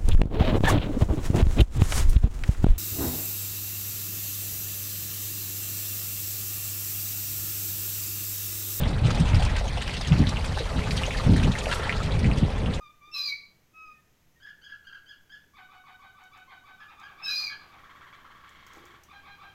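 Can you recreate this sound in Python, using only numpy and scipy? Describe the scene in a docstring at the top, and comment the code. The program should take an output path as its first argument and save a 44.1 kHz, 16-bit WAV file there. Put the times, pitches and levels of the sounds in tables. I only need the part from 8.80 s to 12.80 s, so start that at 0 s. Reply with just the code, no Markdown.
"""On wet gravel beside a motorhome, a thin stream of water spatters, pings and plops into a puddle.
Each drop slaps as it lands, and a trapped pocket of air rings. The microphone is carried past the
water into the gap between two vans, whose sides throw back short echoes. The hand holding it bumps,
gravel rustles and crunches underfoot, and gusts buffet it over a dull outdoor background."""
import sys
import numpy as np
from scipy import signal
from scipy.fft import rfft, irfft, next_fast_len
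from scipy.io import wavfile
from scipy.ndimage import uniform_filter1d, map_coordinates

SR = 44100
rng = np.random.default_rng(int(sys.argv[2]) if len(sys.argv) > 2 else 0)


def store_pcm(level_fs):
    """Save levels as 16-bit WAV."""
    pcm = np.round(np.clip(level_fs, -1, 1) * 32767).astype(np.int16)
    wavfile.write(sys.argv[1], SR, np.atleast_2d(pcm).T)


N = 176400
TIME = np.arange(N) / SR


def amp(db):
    """Turn decibels into a gain."""
    return 10 ** (np.asarray(db) / 20)


def unit(x):
    """Scale x to an average strength (rms) of 1."""
    return x / np.sqrt(np.mean(x ** 2) + 1e-20)


def level(rows):
    """Join (t/s, level/dB) points into a gain for every sample."""
    return amp(np.interp(TIME, *np.transpose(rows)))


def wobble(per_s):
    """A smooth curve through per_s random values a second."""
    return map_coordinates(rng.standard_normal(2048), [TIME * per_s], mode="wrap")


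def colour(x, points):
    """Shape the tone of x with (f/Hz, level/dB) points; the result has rms 1."""
    size = 2 * next_fast_len(N // 2 + 8192)
    hz, db = np.transpose(points)
    gain = amp(np.interp(np.log(np.fft.rfftfreq(size, 1 / SR) + 1), np.log(hz), db))
    # folding the cepstrum makes the filter ring after each hit, never before it
    cepstrum = irfft(np.log(gain))
    cepstrum[1:size // 2] *= 2
    cepstrum[size // 2 + 1:] = 0
    return unit(irfft(rfft(x, size) * np.exp(rfft(cepstrum)))[:N])


def noise(points):
    """Noise of rms 1, its tone shaped by the points."""
    return colour(rng.standard_normal(N), points)


def steady(x, span_s):
    """Even out the swells of x that are slower than span_s."""
    power = uniform_filter1d(x ** 2, max(int(span_s * SR), 2))
    return x / np.sqrt(np.abs(power) + 1e-9)


def add(out, start_s, x):
    """Mix x into out from start_s on."""
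    i = int(np.clip(round(start_s * SR), 0, N - 1))
    out[i:i + len(x)] += x[:N - i]


def echoed(x, echo_db=-0.5, delay_s=0.0018, fade_s=0.1):
    """The ground and van sides throw back a short echo that falls 60 dB in fade_s."""
    t = TIME[:SR // 6]
    response = rng.standard_normal(len(t)) * amp(-60 * t / fade_s) * (t > delay_s)
    response *= amp(echo_db) / np.linalg.norm(response)
    response[0] = 1  # the direct sound
    return signal.fftconvolve(x, response)[:N]


def ticks(per_s, spread_db, clump_db, clump_hz):
    """Tiny impacts of random size that come in louder and softer clumps."""
    hits = rng.random(N) < per_s / SR
    size_db = spread_db * np.clip(rng.standard_normal(N), -2, 2)
    size_db += clump_db * np.clip(wobble(clump_hz), -2, 2)
    return hits * np.sign(rng.standard_normal(N)) * amp(size_db)


def patchy(x, depth_db=4.5):
    """The tone keeps shifting in brief random patches as the stream wanders over stones."""
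    spectrum = signal.stft(x, nperseg=256)[2]
    patches = rng.standard_normal(spectrum.shape)
    for axis in (0, 1, 0, 1):  # smooth twice across pitch and time
        patches = uniform_filter1d(patches, size=5, axis=axis)
    gain = amp(depth_db * np.clip(unit(patches), -2, 2))
    return signal.istft(spectrum * unit(gain), nperseg=256)[1][:N]


def ping(hz, cycles, slap_gain, slap_fade_s=0.0054):
    """One drop slaps down and its air pocket rings, loudest after the given number of cycles."""
    t = TIME[:SR // 30]
    age = t * hz / cycles
    ring = (age * np.exp(1 - age)) ** 2 * np.sin(2 * np.pi * hz * t)
    hiss = signal.lfilter(*signal.butter(4, 8000, fs=SR), rng.standard_normal(len(t)))
    slap = hiss * amp(-60 * t / slap_fade_s)
    return echoed(ring + slap_gain * slap)


def pings(centre_hz, octaves, spread_db, cycles, slap_gain=0, per_s=170):
    """The stream breaks into many small drops, each with a random pitch and strength."""
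    out = np.zeros(N)
    for when, pitch, size, life in rng.random((int(per_s * N / SR), 4)):
        hz = min(centre_hz * 2 ** (octaves * (2 * pitch - 1)), 10000)
        drop = ping(hz, cycles * (0.5 + life), slap_gain)
        add(out, when * N / SR, amp(spread_db * size ** 2) * drop)
    return steady(out, span_s=0.28)


# how loud the stream is over time: t/s, level/dB
STREAM_LEVEL = [(0.0, -39.5), (0.23, -41.5), (0.27, -36.5), (0.62, -37), (0.78, -37.5), (0.85, -40),
                (1.0, -38), (1.85, -39), (2.25, -37.5), (2.9, -38), (4.0, -42.5)]
# tone of water hitting gravel: f/Hz, level/dB
SPATTER_TONE = [(150, -28.5), (600, 11.5), (1600, 6), (2800, 0), (4000, 1.5), (5200, -8.5), (7000, -13.5),
                (8700, -14), (11000, -27.5), (15000, -47)]
# brighter tone of fine droplets: f/Hz, level/dB
SPRAY_TONE = [(700, -10), (2500, 3.5), (4800, 3.5), (7000, -7), (8800, -5.5), (11000, -20), (15000, -34)]


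def stream():
    """Falling water spatters on gravel, with a smooth wash, small drops, tiny bubbles and spray."""
    hits = ticks(per_s=700, spread_db=5, clump_db=4, clump_hz=89.07)
    impacts = steady(echoed(hits, echo_db=0.5), span_s=0.14)
    spatter = amp(-4.5) * colour(impacts, SPATTER_TONE)
    wash = amp(-5) * noise(SPATTER_TONE)
    water = patchy(spatter + wash)
    droplets = amp(-5.5) * pings(centre_hz=2938, octaves=0.7, spread_db=10.5, cycles=1.72, slap_gain=0.16)
    bubbles = amp(-9.5) * pings(centre_hz=1902, octaves=1.1, spread_db=12.5, cycles=5.8)
    spray = amp(-15.5) * colour(impacts, SPRAY_TONE)
    return level(STREAM_LEVEL) * (water + droplets + bubbles + spray)


# strength of the gusts: t/s, level/dB
GUST_LEVEL = [(0.0, -23.5), (0.21, -34), (0.23, -17.5), (0.34, -28), (0.41, -17), (0.49, -42),
              (0.54, -18.5), (0.65, -35.5), (0.73, -26.5), (0.76, -46), (0.87, -37.5), (1.02, -40),
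              (1.27, -36.5), (1.32, -17.5), (1.37, -25.5), (1.41, -18.5), (1.59, -38), (1.73, -30),
              (1.78, -55), (1.95, -35.5), (1.98, -19), (2.06, -40), (2.1, -26), (2.43, -41.5), (2.48, -14),
              (2.63, -21.5), (2.67, -15), (2.78, -43), (3.22, -33), (3.48, -18.5), (3.6, -31),
              (3.65, -18.5), (3.68, -37), (3.87, -28), (4.0, -32.5)]
# their deep tone: f/Hz, level/dB
GUST_TONE = [(20, -16.5), (60, -0.5), (150, -1.5), (240, -8), (330, -18), (500, -29.5), (1000, -42.5),
             (5000, -120)]
# slow swell of air pressure under them: t/s, level/dB
RUMBLE_LEVEL = [(0, -27), (0.3, -28.5), (0.6, -20), (1.15, -36), (1.5, -29.5), (2.3, -33.5), (2.6, -27),
                (2.9, -33.5), (3.55, -26.5), (4.0, -33.5)]
# its even deeper tone: f/Hz, level/dB
RUMBLE_TONE = [(10, -17), (40, 0.5), (80, -3.5), (130, -14), (250, -33.5), (2000, -120)]


def wind():
    """Gusts flutter at the microphone over a slower rumble."""
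    gusts = level(GUST_LEVEL) * steady(noise(GUST_TONE), span_s=0.0468) * amp(2.5 * wobble(60))
    rumble = level(RUMBLE_LEVEL) * steady(noise(RUMBLE_TONE), span_s=0.096) * amp(1 + 1.2 * wobble(18))
    return gusts + rumble


# how loud the outdoor background is: t/s, level/dB
OUTDOOR_LEVEL = [(0, -34.5), (1.2, -40.5), (2.4, -37), (4, -35.5)]
# its dull tone: f/Hz, level/dB
OUTDOOR_TONE = [(30, 9.5), (200, -0.5), (320, -6.5), (420, 0.5), (520, -1.5), (700, -2.5), (2000, -18),
                (14000, -70)]


def background():
    """A dull outdoor noise sinks a little and comes back."""
    return level(OUTDOOR_LEVEL) * noise(OUTDOOR_TONE)


# single drops that stand out: t/s, relative level/dB, f/Hz
LOUD_DROPS = [(0.0354, -19.5, 3270), (0.254, -21, 3070), (0.3062, -22.5, 1350), (0.478, -23.5, 2920),
              (0.625, -19, 2970), (0.6634, -22, 2510), (0.695, -25.5, 1780), (0.7616, -20.5, 2080),
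              (0.973, -21.5, 2820), (1.013, -23, 1830), (1.0955, -19.5, 2440), (1.143, -22, 2900),
              (1.249, -20, 3100), (1.3217, -15.5, 2780), (1.365, -25, 2600), (1.47, -14, 3760),
              (1.5697, -18, 2700), (2.109, -19, 2340), (2.1782, -14.5, 3240), (2.2347, -13, 2770),
              (2.3077, -16.5, 2300), (2.3473, -21, 1820), (2.398, -21, 1160), (2.562, -20, 1770),
              (2.599, -21.5, 3200), (2.645, -19, 2860), (2.7178, -20, 3600), (2.753, -16.5, 1900),
              (2.8574, -17.5, 2650), (2.9147, -16, 1650), (3.0946, -9, 2090), (3.1255, -18, 2900),
              (3.203, -21.5, 1290), (3.3206, -20, 3760), (3.444, -17.5, 2220), (3.5143, -18, 2480),
              (3.8603, -20.5, 2910), (3.9372, -20.5, 3450)]
# low plops in the puddle: t/s, relative level/dB, f/Hz
PUDDLE_PLOPS = [(0.283, -25, 533), (0.597, -24.5, 770), (0.618, -25, 690), (0.811, -28, 660),
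                (0.972, -25.5, 680), (1.806, -24, 475), (2.279, -26, 554), (2.868, -20, 595),
                (2.995, -23.5, 514)]


def drops():
    """Fat drops ping on the wet ground or plop into the puddle."""
    out = np.zeros(N)
    for start_s, db, hz in LOUD_DROPS:
        add(out, start_s, amp(db - 3.5) * ping(hz, cycles=1.57, slap_gain=0.27))
    for start_s, db, hz in PUDDLE_PLOPS:
        add(out, start_s, amp(db + 1.5) * ping(hz, cycles=1.0, slap_gain=0.13))
    return out


# bright splashes off stones: t/s, relative level/dB
STONE_SPLASHES = [(0.083, -34), (0.2605, -31), (0.3034, -25), (0.345, -34), (0.398, -29), (0.481, -30),
                  (0.545, -25.5), (0.594, -29.5), (0.622, -26), (0.647, -32), (0.695, -40), (0.762, -28.5),
                  (0.782, -32.5), (0.878, -31), (1.0157, -25), (1.075, -30.5), (1.135, -28.5),
                  (1.165, -27.5), (1.21, -27.5), (1.272, -29), (1.381, -29.5), (1.487, -27),
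                  (1.6435, -26.5), (1.785, -26), (2.107, -25.5), (2.165, -24), (2.255, -28), (2.371, -27),
                  (2.561, -31.5), (2.63, -26), (2.717, -32), (2.783, -27.5), (3.164, -31), (3.229, -30.5),
                  (3.26, -33.5), (3.39, -32.5), (3.5723, -29.5), (3.938, -32)]


def splashes(rise_s=0.0015, fade_s=0.1):
    """The stream hits a stone and bursts into a brief shower of ticking, plinking droplets."""
    bursts, t = np.zeros(N), TIME[:SR // 4]
    for start_s, db in STONE_SPLASHES:
        add(bursts, start_s, amp(db - 4 - 60 * t / fade_s) * (1 - np.exp(-t / rise_s)))
    hits = ticks(per_s=1300, spread_db=4, clump_db=4.5, clump_hz=199.6)
    shower = patchy(colour(echoed(hits, echo_db=-3.5), SPRAY_TONE))
    plinks = amp(-3) * pings(centre_hz=4174, octaves=0.816, spread_db=13.5, cycles=3.6)
    return bursts * steady(shower + plinks, span_s=0.02)


# dull bumps of the hand on the microphone: t/s, relative level/dB, f/Hz
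HAND_BUMPS = [(0.235, -8.5, 110), (0.397, -6, 166), (0.537, -4, 90), (1.309, -3.5, 151.5),
              (2.491, -4, 163.3)]


def bumps(rise_s=0.011):
    """The grip shifts: a soft knock rocks the microphone's case for a few cycles."""
    out, t = np.zeros(N), TIME[:SR // 10]
    age = t / rise_s
    knock = amp(-19) * np.exp(-((age - 1) / 0.14) ** 2)
    for start_s, db, hz in HAND_BUMPS:
        rocking = age * np.exp(1 - age) * np.sin(2 * np.pi * hz * t)
        add(out, start_s, amp(db - 8) * (rocking + knock))
    return out


# notes at which the gap between the vans rings: f/Hz, relative level/dB
GAP_NOTES = [(425, -3.5), (522, -1.5)]
# the ringing grows as the microphone enters the gap: t/s, level/dB
GAP_LEVEL = [(0.8, -62), (2.2, -43.5), (4.0, -42.5)]


def gap(width_hz=27):
    """Outdoor noise makes the air between the two van sides ring faintly."""
    ring = np.zeros(N)
    for hz, db in GAP_NOTES:
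        resonance = signal.iirpeak(hz, hz / width_hz, fs=SR)
        ring += amp(db) * unit(signal.lfilter(*resonance, noise(OUTDOOR_TONE)))
    return level(GAP_LEVEL) * steady(ring, span_s=0.2)


# how loud the shifting wet gravel is: t/s, level/dB
RUSTLE_LEVEL = [(1.0, -59), (1.8, -54), (2.03, -53), (2.18, -47.5), (2.45, -52.5), (2.72, -54), (2.94, -43),
                (3.1, -59), (4.0, -64)]
# its thin, high tone: f/Hz, level/dB
RUSTLE_TONE = [(2000, -7), (5500, 3), (10500, -4.5), (13000, -15.5), (15000, -23)]


def rustle():
    """Fine grit rubs together under the walker's weight, swelling and fading around each step."""
    grit = echoed(ticks(per_s=3800, spread_db=3, clump_db=3, clump_hz=60))
    return level(RUSTLE_LEVEL) * steady(colour(grit, RUSTLE_TONE), span_s=0.14)


# tone of grit crunching underfoot: f/Hz, level/dB
CRUNCH_TONE = [(300, -3), (1200, -1), (3600, 7.5), (5500, -11), (9000, -12.5), (15000, -51)]
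# how loud the sole scuffs: t/s, level/dB
SCUFF_LEVEL = [(2.84, -70), (2.89, -35), (2.96, -46), (3.025, -35), (3.13, -40), (3.33, -72)]
# the scuff's duller tone: f/Hz, level/dB
SCUFF_TONE = [(400, -28), (900, 3.5), (1300, 9.5), (1900, 6), (2700, -11), (5000, -29), (15000, -80)]


def step(start_s=2.911, rise_s=0.0034, fade_s=0.17):
    """A sole presses wet grit with a burst of dense ticks, then scuffs on."""
    t = np.maximum(TIME - start_s, 0)
    hits = ticks(per_s=2500, spread_db=2.5, clump_db=8, clump_hz=151.7)
    grit = steady(echoed(hits), span_s=0.03)
    press = amp(-22.5 - 60 * t / fade_s) * (1 - np.exp(-t / rise_s))
    return press * colour(grit, CRUNCH_TONE) + level(SCUFF_LEVEL) * colour(grit, SCUFF_TONE)


def scene():
    """Water, gravel, hand bumps, wind and background meet at one microphone."""
    water = stream() + splashes() + drops()
    outdoors = background() + gap()
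    return (water + rustle() + step() + bumps() + wind() + outdoors)[None]


def record(dry, ceiling=0.58, top_hz=15000):
    """The recorder rounds off the hardest gusts and keeps nothing above top_hz."""
    rounded = dry / (1 + np.abs(dry / ceiling) ** 6) ** (1 / 6)
    size = next_fast_len(N + 8192)
    in_band = np.fft.rfftfreq(size, 1 / SR) < top_hz
    return irfft(rfft(rounded, size) * in_band, size)[:, :N]


dry = scene()
out = record(dry)
store_pcm(out)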